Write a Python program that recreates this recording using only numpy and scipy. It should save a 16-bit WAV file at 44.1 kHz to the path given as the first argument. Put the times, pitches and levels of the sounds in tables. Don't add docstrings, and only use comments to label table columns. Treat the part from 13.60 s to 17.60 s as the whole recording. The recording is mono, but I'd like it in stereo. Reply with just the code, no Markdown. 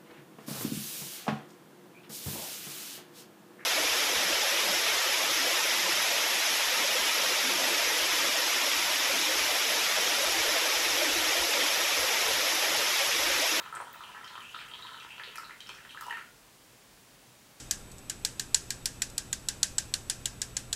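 import sys
import numpy as np
from scipy import signal
from scipy.fft import rfft, irfft
from scipy.io import wavfile

SR = 44100
rng = np.random.default_rng(int(sys.argv[2]) if len(sys.argv) > 2 else 0)


def put_to_file(sound):
    columns = np.atleast_2d(sound).T
    safe = np.clip(columns, -1, 1)
    whole_steps = np.round(safe * 32767)
    wavfile.write(sys.argv[1], SR, whole_steps.astype(np.int16))


N = 176400
T = np.arange(SR // 2) / SR


def amp(db):
    return 10 ** (np.asarray(db) / 20)


def at_hz(points, hz):
    knots_hz, values = np.transpose(points)
    return np.interp(np.log(hz + 1), np.log(knots_hz + 1), values)


def add(mix, start_s, sound):
    part = mix[max(round(start_s * SR), 0):][:len(sound)]
    part += sound[:len(part)]


def min_phase(points, size=2048):
    log_gain = np.log(amp(at_hz(points, abs(np.fft.fftfreq(size, 1 / SR)))))
    spectrum = np.exp(np.conj(signal.hilbert(log_gain)))
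    return np.fft.ifft(spectrum).real[:size // 2]


def through(sound, path, db):
    out = signal.fftconvolve(sound, path)
    return amp(db) * out / np.sqrt(np.mean(out[:600] ** 2))


def room_tone(level_db=-57.5):
    # frequency in Hz, relative level in dB.
    spectrum = [(12, -44), (20, -43), (38, -2.5), (70, -11), (129, 0), (161, -3.5), (362, -6), (565, -8),
                (614, -7.5), (667, -8.5), (985, -9), (1270, -11), (1720, -11), (7730, -15), (15500, -21)]
    gain = amp(at_hz(spectrum, np.fft.rfftfreq(N, 1 / SR)))
    noise = irfft(rfft(rng.standard_normal(N)) * gain, N)
    return amp(level_db) * noise / np.sqrt(np.mean(noise ** 2))


def room_response(tail_db=4.5, build_s=0.009, early_db=4.5, early_decay_s=0.02, echoes_per_s=1500):
    # frequency in Hz, T60 in s.
    t60_s = [(200, 0.61), (1300, 0.3), (3300, 0.41), (8000, 0.42), (16000, 0.27)]
    hz, t, bands = signal.stft(rng.standard_normal(len(T)), SR, nperseg=256)
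    decay = np.exp(-np.log(1000) * t / at_hz(t60_s, hz)[:, None])
    tail = signal.istft(bands * decay, SR)[1][:len(T)] * (1 - np.exp(-T / build_s))
    echoes = rng.standard_normal(len(T)) * (rng.random(len(T)) < echoes_per_s / SR)
    early = echoes * np.exp(-T / early_decay_s) * (T > 0.001)
    tail *= amp(tail_db) / np.linalg.norm(tail)
    early *= amp(early_db) / np.linalg.norm(early)
    return (T == 0) + tail + early


def vessel_response(room):
    # frequency in Hz, gain in dB, T60 in s.
    modes = [(836, 13, 0.47), (933.6, 17.5, 0.19), (987, 14.5, 0.21), (1012, 0.5, 0.13), (1190, 13.5, 0.36),
             (1272, 9, 0.16), (1323, 17, 0.13), (1429, 14, 0.48), (1640, -2, 0.75), (1750, 9, 0.11),
             (1783, 4, 0.12), (1832, 13.5, 0.21), (2396, 14, 0.099), (2640, 8, 0.13), (2920, 4, 0.35),
             (3150, 11, 0.16), (3204, 15, 0.17), (3850, 1, 0.082)]
    # frequency in Hz, gain in dB.
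    radiation = [(100, -50.5), (400, -1), (690, -9), (830, -3.5), (950, 0.5), (1080, -1), (1350, 2),
                 (1850, 4.5), (2220, 3), (2400, -0.5), (2550, 3.5), (2800, 1), (3200, 2.5), (3450, 0),
                 (3950, 3), (4500, 3), (9000, -31), (16000, -18)]
    ring = 0
    for hz, db, t60_s in modes:
        damping = np.log(1000) / t60_s
        ring += amp(db) * 2 * damping / SR * np.exp(-damping * T) * np.cos(2 * np.pi * hz * T)
    return signal.fftconvolve(room + ring, min_phase(radiation))[:len(T)]


def bubble(hz, decay_ms, rise_per_decay=0.0062, attack_cycles=0.16):
    age = T[:2048] * 1000 / decay_ms
    cycles = np.cumsum(hz * (1 + rise_per_decay * np.minimum(age, 10))) / SR
    return np.sin(2 * np.pi * cycles) * np.exp(-age) * (1 - np.exp(-cycles / attack_cycles))


def swarm(curve, path, width_oct, per_s, decay_cycles, spread_db, pitch_ratio=1, pitches=40):
    times_s, level_db, pitch_hz = np.transpose(curve)
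    t = np.arange(0, times_s[-1], 1 / SR)
    flow = amp(np.interp(t, times_s, level_db))
    centre_oct = np.interp(t, times_s, np.log2(pitch_hz * pitch_ratio))
    octaves = np.linspace(centre_oct.min() - 2 * width_oct, centre_oct.max() + 2 * width_oct, pitches)
    peak_share = (octaves[1] - octaves[0]) / width_oct / np.sqrt(2 * np.pi)
    out, power = np.zeros(N), 0
    for octave in octaves:
        hz = 2 ** octave
        share = peak_share * np.exp(-0.5 * ((octave - centre_oct) / width_oct) ** 2)
        born = rng.random(len(t)) < share * per_s / SR
        pulses = born * amp(spread_db * rng.random(len(t)))
        ring = signal.fftconvolve(bubble(hz, 1000 * decay_cycles / hz), path)
        add(out, 0, signal.fftconvolve(pulses * flow, ring))
        power += np.mean(pulses ** 2) * np.sum(ring ** 2)
    return out / np.sqrt(power)


def trickle(vessels, rim):
    # time in s, level in dB, typical pitch in Hz.
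    large = [(0, -49, 1270), (.25, -52.5, 1062), (.33, -53, 1244), (.5, -52.5, 1260), (.58, -49, 1443),
             (.68, -49.5, 1326), (.8, -54, 1354), (.88, -62, 1310), (1.02, -51.5, 1457), (1.1, -56.5, 1390),
             (1.3, -50.5, 1276), (1.52, -56, 1400), (1.7, -56, 1750), (1.97, -59.5, 1835),
             (2.2, -55.5, 1616), (2.33, -65.5, 1400), (2.5, -51, 1080), (2.6, -59, 1600), (2.66, -73, 1600)]
    small = [(0, -53, 3230), (.12, -62, 3240), (.38, -56, 3410), (.46, -56, 3070), (.6, -60.5, 3070),
             (.7, -58, 3400), (.78, -51.5, 2973), (.87, -52, 2804), (1.0, -52, 3330), (1.08, -50.5, 3070),
             (1.26, -56.5, 3618), (1.38, -50, 3350), (1.5, -57.5, 2800), (1.65, -58, 3530),
             (1.75, -56, 2623), (1.8, -60, 2780), (1.97, -67, 2990), (2.03, -70, 3600), (2.2, -60, 2975),
             (2.32, -55, 3310), (2.44, -55.5, 2960), (2.58, -52, 2900), (2.66, -83, 2900)]
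    burble = swarm(large, vessels, width_oct=0.36, per_s=240, decay_cycles=2.45, spread_db=9.5)
    sprinkle = swarm(small, vessels, width_oct=0.17, per_s=170, decay_cycles=7.6, spread_db=11.5)
    fizz = swarm(small, rim, width_oct=0.5, per_s=62, decay_cycles=5.3, spread_db=5,
                 pitch_ratio=2.065, pitches=12)
    return burble + sprinkle + amp(-13) * fizz


def plips(vessels):
    # start in s, level in dB, pitch in Hz, decay time in ms.
    bubbles = [(.001, -43.5, 1206, 0.33), (0.01, -52, 1230, 0.73), (.061, -45.5, 1300, 0.61),
               (.126, -38.5, 1315, 3.2), (0.142, -41, 1250, 1.1), (0.16, -48, 1360, 0.77),
               (.169, -40.5, 1330, 0.39), (0.2018, -37.5, 930, 0.57), (.203, -53, 557, 1.2),
               (.21, -49.5, 990, 0.8), (.223, -61, 820, 2.8), (0.345, -55, 1270, 0.56),
               (0.357, -52, 1130, 1.3), (0.407, -44.5, 1175, 2.6), (.437, -49, 3090, 0.89),
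               (.44, -54, 980, 0.87), (0.518, -53.5, 2720, 0.48), (.548, -45, 1350, 0.55),
               (.558, -54, 1750, 1.9), (0.57, -49.5, 1540, 2), (.578, -53, 890, 1.3),
               (.644, -50.5, 3110, 2.9), (.677, -51.5, 3250, 2), (.679, -53, 4000, 0.8),
               (.755, -50, 3150, 0.92), (0.754, -45, 1120, 1.2), (0.778, -43, 1300, 1.2),
               (.805, -50.5, 3000, 1.7), (0.839, -65, 2780, 2.2), (.945, -42, 1300, 1.8),
               (0.947, -47.5, 3570, 1.3), (0.963, -47.5, 1330, 1.3), (0.99, -47.5, 2300, 0.79),
               (.991, -53, 1330, 1), (1.009, -51.5, 3270, 1.2), (1.015, -47, 1580, 0.9),
               (1.114, -49, 3170, 1.8), (1.137, -43, 3260, 1.3), (1.139, -54, 1050, 2.2),
               (1.191, -51, 1240, 2.6), (1.224, -46, 3830, 1.9), (1.249, -48, 1060, 1.7),
               (1.269, -47, 3180, 0.73), (1.29, -48.5, 1360, 2.2), (1.344, -48.5, 1490, 1.7),
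               (1.4, -56, 3640, 1), (1.448, -49.5, 1190, 0.34), (1.506, -47.5, 2740, 1.4),
               (1.529, -52, 2760, 1.3), (1.581, -47.5, 2780, .7), (1.581, -53.5, 1380, .5),
               (1.598, -42, 1750, 0.46), (1.61, -52, 1600, 1), (1.636, -44.5, 3500, 0.37),
               (1.66, -52, 2800, 0.75), (1.676, -49.5, 2900, .6), (1.672, -56, 490, 3.2),
               (1.757, -46, 1860, 0.46), (1.782, -39.5, 1320, 2.4), (1.833, -45.5, 1310, 1.2),
               (1.843, -51.5, 4000, 1.1), (1.895, -47, 1360, 1.1), (1.908, -47, 2010, 1.2),
               (2.004, -48, 3150, 1.6), (2.006, -51.5, 3850, 1.2), (2.064, -52.5, 3050, 1.2),
               (2.093, -46.5, 1320, 0.36), (2.093, -46.5, 3080, 1.5), (2.093, -47, 2470, 1.2),
               (2.185, -55, 1930, .7), (2.25, -51, 1600, 0.41), (2.293, -52, 3220, 1.3),
               (2.308, -53.5, 2860, 1.3), (2.347, -48, 1195, 3), (2.374, -43, 1610, 1.9),
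               (2.41, -45.5, 1240, 1.5), (2.422, -44, 1190, 3.2), (2.466, -46, 950, 0.85),
               (2.482, -40, 944, 1.8), (2.498, -46.5, 2890, 2.6), (2.508, -36, 1830, 4.2),
               (2.512, -45.5, 906, 6), (2.526, -39, 1820, 1), (2.571, -42.5, 1360, 1.4),
               (2.581, -49, 1600, 1.5), (2.595, -51, 2150, 0.68), (2.611, -49.5, 1410, 1.6)]
    out = np.zeros(N)
    for start_s, db, hz, decay_ms in bubbles:
        add(out, start_s, through(bubble(hz, decay_ms), vessels, db))
    return out


def pops(rim):
    # start in s, level in dB, pitch in Hz, decay time in ms.
    bursts = [(.001, -53, 15100, 0.1), (.126, -64, 9080, .6), (0.152, -49, 8210, 0.41),
              (.158, -55, 8200, 0.37), (.213, -57, 9350, 1), (0.33, -53, 15000, 0.41),
              (.645, -55, 5200, 0.57), (.677, -60, 6100, 0.18), (1.218, -67, 7260, .6),
              (1.775, -49, 5100, 0.42), (2.006, -55.5, 5970, 0.11), (2.071, -54.5, 5270, 0.82),
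              (2.092, -51.5, 5560, 0.083), (2.149, -57.5, 5550, .6), (2.437, -57.5, 5300, .5)]
    out = np.zeros(N)
    for start_s, db, hz, decay_ms in bursts:
        add(out, start_s, through(bubble(hz, decay_ms), rim, db))
    return out


def taps(rim, decay_s=0.0039, size=600):
    # start in s, level in dB.
    knocks = [(1.757, -50), (1.783, -54), (2.409, -49), (2.466, -55.5), (2.508, -55.5), (2.57, -59.5)]
    # frequency in Hz, relative level in dB.
    wall = [(500, -32), (2500, -17), (4000, -7.5), (5200, -5.5), (7000, -4.5), (11000, -7), (16000, -11.5)]
    out = np.zeros(N)
    for start_s, db in knocks:
        burst = rng.standard_normal(size) * np.exp(-T[:size] / decay_s)
        rattle = signal.fftconvolve(burst, min_phase(wall))
        add(out, start_s, through(rattle, rim, db))
    return out


def scene():
    room = room_response()
    vessels = vessel_response(room)
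    rim = room + amp(0.5) * (T == 0)
    mix = room_tone() + trickle(vessels, rim) + plips(vessels) + pops(rim) + taps(rim)
    return np.array([mix, mix])


def record(dry, cutoff_hz=15850):
    lowpass = signal.firwin(511, cutoff_hz, window=("kaiser", 9), fs=SR)
    return signal.oaconvolve(dry, lowpass[None], "same")


dry = scene()
out = record(dry)
put_to_file(out)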